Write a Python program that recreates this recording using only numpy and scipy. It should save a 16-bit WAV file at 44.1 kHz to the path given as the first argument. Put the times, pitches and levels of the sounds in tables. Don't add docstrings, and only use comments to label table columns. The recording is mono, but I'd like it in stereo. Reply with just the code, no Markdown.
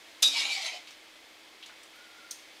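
import sys
import numpy as np
from scipy import signal
from scipy.fft import rfft, irfft
from scipy.io import wavfile
from scipy.ndimage import uniform_filter1d

SR = 44100
rng = np.random.default_rng(int(sys.argv[2]) if len(sys.argv) > 2 else 0)


def elevation(decibels):
    levels = np.asarray(decibels, float)
    return 10 ** (levels / 20)


def output_pcm(signal):
    pcm = np.clip(np.atleast_2d(signal).T, -1, 1) * 32767
    wavfile.write(sys.argv[1], SR, np.round(pcm).astype(np.int16))


N = 114660

# time in seconds, level in dB.
BLOW_CONTACTS = [(.2215, -42), (0.2235, -26.5), (.2255, -23), (0.2276, -24), (.2292, -22.5), (.2318, -29),
                 (.2348, -37), (0.2396, -41), (0.2467, -44), (0.2589, -32), (0.274, -31)]
# frequency in Hz, level in dB per Hz.
BLOW_COLOUR = [(420, -21), (2000, -22.5), (2500, -8.5), (3700, -15), (4400, -11), (5600, -7.5),
               (11500, -19), (16000, -42)]
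# time in seconds, level in dB.
TONG_CONTACTS = [
    (.2285, -20),
    (.2243, -29),
]
# frequency in Hz, level in dB, t60 in seconds.
TONG_MODES = [(3040, -20, 0.28), (3325, -21, 0.18), (3510, -12, 0.072), (3558, -1, 0.21), (3664, -5, 0.33),
              (3800, -2, 0.086), (4070, -7, 0.075), (4350, -28, .18), (4720, -9.5, 0.3), (4940, -8.5, 0.16),
              (4965, -8, 0.26), (5270, -16, 0.076), (5550, -19, .15), (6240, -2.5, 0.065)]
# time in seconds, level in dB.
REBOUND = [
    (.2445, -21.5),
]
# frequency in Hz, level in dB, t60 in seconds.
REBOUND_MODES = [(3796, 2, 0.29), (3868, -9, 0.17), (4660, -15, .15), (5130, -12, 0.22), (6170, -21, .1)]


def blow():
    forces = np.zeros((len(BLOW_CONTACTS), N))
    for k, (s, db) in enumerate(BLOW_CONTACTS):
        forces[k, int(s * SR)] = elevation(db + 24)
    bowl = wok(forces, BLOW_COLOUR, t60=0.11)

    t = np.arange(N) / SR
    since = np.maximum(t - BLOW_CONTACTS[1][0], 0)
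    rise_s, damped_s, hum_t60_s = 0.04, 0.33, 2.2
    swell = (1 - np.exp(-(since / rise_s) ** 2)) * np.exp(-(since / damped_s) ** 4)
    hum = elevation(-53.5 - 60 * since / hum_t60_s) * swell * np.sin(2 * np.pi * 281 * since)

    grip_s, grip_db_per_s = 0.28, 250
    grip = elevation(-grip_db_per_s * np.maximum(t - grip_s, 0))
    tongs = strike(TONG_CONTACTS, TONG_MODES) + grip * strike(REBOUND, REBOUND_MODES)
    return high_pass(tongs, 2300) + bowl + hum


def strike(contacts, modes):
    s, db = np.transpose(contacts)
    out, chance_db = 0, rng.normal(0, 0.84, (len(s), len(modes)))
    for k, (hz, level_db, t60) in enumerate(modes):
        clicks = np.zeros(N)
        clicks[(s * SR).astype(int)] = elevation(db + level_db + chance_db[:, k])
        out = out + ring(clicks, hz, t60)
    return out


def wok(forces, colour, t60, count=600):
    hz = np.linspace(420, 16000, count) + rng.uniform(-12, 12, count)
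    decay = t60 * (3000 / hz) ** 0.48 * elevation(rng.normal(0, 3, count))
    chance = np.clip(rng.standard_normal((len(forces), count)), -2, 2)
    spread_db = 2
    gains = elevation(at_hz(colour, hz) + spread_db * chance) / np.sqrt(decay)
    gains = gains * rng.choice([-1, 1], chance.shape)
    t = np.arange(SR // 4)[:, None] / SR
    modes = elevation(-60 * t / decay) * np.sin(2 * np.pi * (hz * t + rng.random(count)))
    responses = gains @ modes.T
    responses = responses / np.sqrt(np.sum(responses ** 2, axis=1, keepdims=True))
    return high_pass(signal.fftconvolve(forces, responses, axes=1)[:, :N].sum(axis=0), 470)


# time in seconds, pressure in dB, hollow pitch in Hz, hollow share in dB.
SCRAPE = [
    (.31, -39, 2380, -5),
    (.385, -29.5, 2370, -14),
    (.478, -36.5, 2380, 1),
    (.52, -34.5, 2410, -1),
    (.6, -38.5, 2140, 0.5),
    (.68, -36.5, 2200, 1.5),
    (.706, -45.5, 2120, -4),
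    (.772, -46, 2130, -5),
    (.83, -97, 2170, 0),
]
# frequency in Hz, level in dB per Hz.
SCRAPE_COLOUR = [(420, -27), (800, -11), (1800, -19), (2200, -4), (3600, 1), (7000, -10), (12000, -27.5),
                 (16000, -51)]


def scrape():
    db, hollow_hz, share_db = in_time(SCRAPE)
    t = np.arange(N) / SR
    begin, end = SCRAPE[0][0], SCRAPE[-1][0]
    grit_per_s, grit_spread_db, judder_db = 6000, 2.5, 0.5
    sizes = elevation(grit_spread_db * np.minimum(rng.exponential(1, N), 5))
    grit = rms_one(sizes * rng.choice([-1, 1], N) * (rng.random(N) < grit_per_s / SR))
    stroke = elevation(db + judder_db * drift(34)) * (t > begin) * (t < end)
    hollow = elevation(share_db - 7.5) * moving_peak(grit, hollow_hz, width_hz=364)

    places, place_s = 12, 0.045
    along = np.clip((t - begin) / place_s - np.arange(places)[:, None], -1, 1)
    bowl = wok(grit * stroke * np.cos(np.pi / 2 * along), SCRAPE_COLOUR, t60=0.045)
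    return elevation(-2.5) * bowl + hollow * stroke + elevation(-2.5) * rasp(grit * stroke, SCRAPE_COLOUR)


def rasp(force, colour):
    gain = elevation(at_hz(colour, np.maximum(np.fft.rfftfreq(N, 1 / SR), 1)))
    return high_pass(irfft(rfft(force) * gain / np.sqrt(np.mean(gain ** 2)), N), 440)


# start in seconds, length in seconds, frequency in Hz, level in dB.
CATCHES = [(.335, 0.015, 700, -45), (.345, 0.049, 930, -46.5), (0.36, 0.074, 980, -55),
           (.34, 0.18, 1580, -52.5), (.34, 0.057, 2300, -35), (.37, 0.054, 2850, -47),
           (.355, 0.037, 4000, -39), (.36, .07, 5100, -34), (.37, .05, 4100, -40), (0.53, .06, 4800, -38),
           (0.26, 0.065, 5600, -39), (0.41, 0.07, 6400, -53), (0.32, 0.062, 7200, -46),
           (0.38, 0.065, 2270, -37), (0.54, .07, 790, -65), (0.4, 0.069, 5100, -48), (0.49, .06, 4520, -44),
           (.44, 0.061, 7020, -41.5), (0.44, 0.092, 800, -46), (.49, 0.023, 2480, -39),
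           (.5, 0.042, 2340, -30.5), (0.38, 0.034, 5020, -46), (0.49, .035, 5800, -46),
           (0.32, .08, 3380, -39.5), (.53, 0.045, 6900, -47.5), (.555, 0.067, 775, -43),
           (.55, .05, 2230, -38), (0.66, 0.044, 2040, -43.5), (.63, 0.049, 650, -45),
           (.63, 0.044, 1350, -50), (.65, 0.036, 2200, -39), (.675, .035, 2300, -37),
           (.64, 0.074, 3100, -41), (.65, 0.028, 6000, -46), (.665, 0.052, 750, -48.5),
           (0.71, 0.038, 2500, -47), (0.709, 0.11, 720, -51), (.715, 0.056, 640, -48.5),
           (0.66, .05, 2200, -55), (.72, .07, 3050, -44)]


def catches():
    out, white = np.zeros(N), rng.standard_normal(N)
    roughness, width_hz = 0.4, 60
    for s, length, hz, db in CATCHES:
        t = np.arange(int(length * SR)) / SR
        i = int(s * SR)
        rough = rms_one(peak(white[i - 2000:i + len(t)], hz, width_hz)[-len(t):])
        tone = np.sqrt(2) * np.sin(2 * np.pi * hz * t)
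        swell = np.sin(np.pi * t / length)
        out[i:i + len(t)] += elevation(db) * swell * (roughness * rough + (1 - roughness) * tone)
    return out


# time in seconds, level in dB.
CLACK_CONTACTS = [
    (2.3095, -30),
    (2.3116, -29.5),
    (2.316, -34.5),
    (2.3225, -46),
]
# frequency in Hz, level in dB, t60 in seconds.
CLACK_MODES = [(3900, -11, .015), (4900, -13, .008), (6100, -6, .02), (6400, -10, .012), (9200, -10, .01),
               (10600, -15, .008)]


def clack():
    puff = sum(elevation(db + 1.5) * burst(s, t60=0.036) for s, db in CLACK_CONTACTS)
    hiss = peak(puff, 5800, 990) + 0.36 * peak(puff, 8100, 2800) + 0.85 * peak(puff, 4400, 1300)
    return high_pass(strike(CLACK_CONTACTS, CLACK_MODES) + hiss, 3300)


# time in seconds, level in dB, centre in Hz, width in Hz, t60 in seconds.
TICKS = [(0.807, -54, 1500, 2000, 0.02), (0.872, -45.5, 2580, 2520, 0.19), (0.907, -46, 3500, 3500, 0.1),
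         (1.626, -40, 2880, 900, 0.06), (1.631, -42, 3050, 1000, 0.11), (1.66, -50, 3600, 1200, .15),
         (1.661, -48.5, 6360, 2980, 0.077), (1.694, -44, 1700, 900, 0.05), (1.7, -49.5, 1500, 500, 0.1),
         (1.832, -49, 6600, 3970, 0.063), (1.957, -58.5, 11000, 4000, 0.073), (2.448, -64.5, 308, 60, 0.64)]


def ticks():
    out = 0
    for s, db, hz, wide, t60 in TICKS:
        knock = peak(peak(burst(s, t60), hz, wide), hz, 2 * wide)
        out = out + elevation(db) * np.sqrt(SR / np.pi / wide) * knock
    return out


# time in seconds, frequency in Hz, level in dB.
CREAK = [(1.945, 1310, -59), (1.965, 1410, -55), (1.988, 1460, -54), (2.011, 1430, -50.5),
         (2.031, 1460, -52.5), (2.052, 1450, -54), (2.072, 1420, -54), (2.098, 1385, -55),
         (2.118, 1420, -56), (2.137, 1400, -57), (2.152, 1365, -55), (2.17, 1380, -58),
         (2.192, 1450, -50.5), (2.212, 1370, -56), (2.235, 1350, -55), (2.25, 1414, -49),
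         (2.268, 1400, -54), (2.29, 1400, -58), (2.308, 1410, -58), (2.322, 1400, -55), (2.338, 1380, -64)]


def creak():
    t = np.arange(N) / SR
    slip_s = 0.0054
    out = 0
    for s, hz, db in CREAK:
        slip = np.exp(-((t - s) / slip_s) ** 2 / 2)
        out = out + elevation(db) * slip * np.sin(2 * np.pi * hz * (t - s))
    return out


def kitchen(x):
    t = np.arange(SR // 2) / SR
    decay = elevation(-60 * t / 0.63)
    white = rng.standard_normal((2, len(t))) * decay * (t > 0.004)
    low = signal.sosfilt(signal.butter(1, 1750, fs=SR, output="sos"), white)
    tail = low + (white - low) * decay
    tail = tail / np.sqrt(np.sum(tail[0] ** 2))
    mid, side = signal.fftconvolve(x[None], tail, axes=1)[:, :N]
    bright = high_pass(peak(side, 7700, 6000), 7200)
    return mid + (0.14 * side + 0.28 * bright) * [[1], [-1]]


# time in seconds, level in dB.
FLAME = [
    (0, 2),
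    (.9, 1),
    (1.3, 0.5),
    (1.8, 1),
    (2.6, 1),
]
# frequency in Hz, width in Hz, level in dB.
BURNER = [(2030, 18, -72), (2110, 36, -68.5), (2250, 30, -67.5), (2552, 64, -69), (3190, 28, -72.5),
          (3494, 97, -68.5)]
# frequency in Hz, level in dB per Hz.
HISS_COLOUR = [(820, -64), (1400, -7), (1650, -3), (2790, -4.5), (3060, -2.5), (4860, -7), (6220, -12),
               (15100, -24.5), (16400, -30)]
# frequency in Hz, level in dB per Hz.
ROOM_COLOUR = [(20, -12), (45, -18), (90, -16.5), (150, -21.5), (260, -9), (330, -8.5), (600, -4.5),
               (1400, -10)]


def flame():
    tones = sum(elevation(db) * rms_one(peak(rng.standard_normal(N), hz, wide)) for hz, wide, db in BURNER)
    hum = elevation(-70) * moving_peak(rng.standard_normal(N), np.full(N, 318.8), width_hz=9.3)
    strength = elevation(in_time(FLAME)[0] + 0.5 * drift(1.6))
    hiss = strength * (elevation(-56) * air(HISS_COLOUR) + tones)
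    return hiss + elevation(-60) * air(ROOM_COLOUR) + hum


# frequency in Hz, likeness (held to 0 to 1 in use).
LIKENESS = [(60, -0.11), (180, 0.6), (550, 0.31), (1650, 0.82), (4970, 0.97), (15000, 0.9)]


def air(spectrum):
    hz = np.maximum(np.fft.rfftfreq(N, 1 / SR), 1)
    mid, side = rfft(rng.standard_normal((2, N)))
    alike = np.clip(at_hz(LIKENESS, hz), 0, 1)
    gain = elevation(at_hz(spectrum, hz)) * (hz >= spectrum[0][0]) * (hz < spectrum[-1][0])
    both = np.sqrt(1 + alike) * mid + np.sqrt(1 - alike) * side * [[1], [-1]]
    return rms_one(irfft(gain * both, N))


def burst(s, t60):
    t = np.arange(N) / SR - s
    return rng.standard_normal(N) * (t >= 0) * elevation(-60 * np.clip(t, 0, 2) / t60)


def ring(clicks, hz, t60):
    r, w = elevation(-60 / (t60 * SR)), 2 * np.pi * hz / SR
    return signal.lfilter([0, np.sin(w)], [1, -2 * r * np.cos(w), r * r], clicks + 1e-18)


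def peak(x, hz, width_hz):
    r = np.exp(-np.pi * width_hz / SR)
    poles = [1, -2 * r * np.cos(2 * np.pi * hz / SR), r * r]
    return signal.lfilter([(1 - r * r) / 2, 0, (r * r - 1) / 2], poles, x)


def moving_peak(x, hz, width_hz):
    turn = np.exp(2j * np.pi * np.cumsum(hz) / SR)
    band = signal.sosfilt(signal.butter(2, width_hz / 2, fs=SR, output="sos"), x / turn)
    even_s = 0.057
    power = uniform_filter1d(np.abs(band) ** 2, size=int(even_s * SR))
    level = np.sqrt(np.abs(power) + 1e-12)
    return np.sqrt(2) * (band / level * turn).real


def high_pass(x, hz):
    return signal.sosfilt(signal.butter(4, hz, "high", fs=SR, output="sos"), x)


def drift(rate):
    r = np.exp(-2 * np.pi * rate * 40 / SR)
    white = rng.standard_normal(N // 40 + 2002)
    slow = signal.lfilter([1], [1, -2 * r, r * r], white)[2000:]
    return np.interp(np.arange(N) / 40, np.arange(len(slow)), rms_one(slow))


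def rms_one(x):
    return x / np.sqrt(np.mean(x ** 2) + 1e-20)


def in_time(rows):
    s, *columns = np.transpose(rows)
    return [np.interp(np.arange(N) / SR, s, c) for c in columns]


def at_hz(points, hz):
    point_hz, values = np.transpose(points)
    return np.interp(np.log(hz), np.log(point_hz), values)


def scene():
    metal = blow() + scrape() + ticks() + clack()
    pan = elevation([[0.77], [-0.77]])
    return (metal + catches() + creak()) * pan + elevation(-5.5) * kitchen(metal) + flame()


def top_cut(x):
    return signal.sosfilt(signal.butter(12, 16500, fs=SR, output="sos"), x)


def record(dry):
    top, cut_hz = 3.0, 15900
    rounded = top * np.tanh(dry / top)
    mix = signal.sosfilt(signal.cheby2(10, 50, cut_hz + 700, fs=SR, output="sos"), rounded)
    return top_cut(mix)


dry = scene()
out = record(dry)
output_pcm(out)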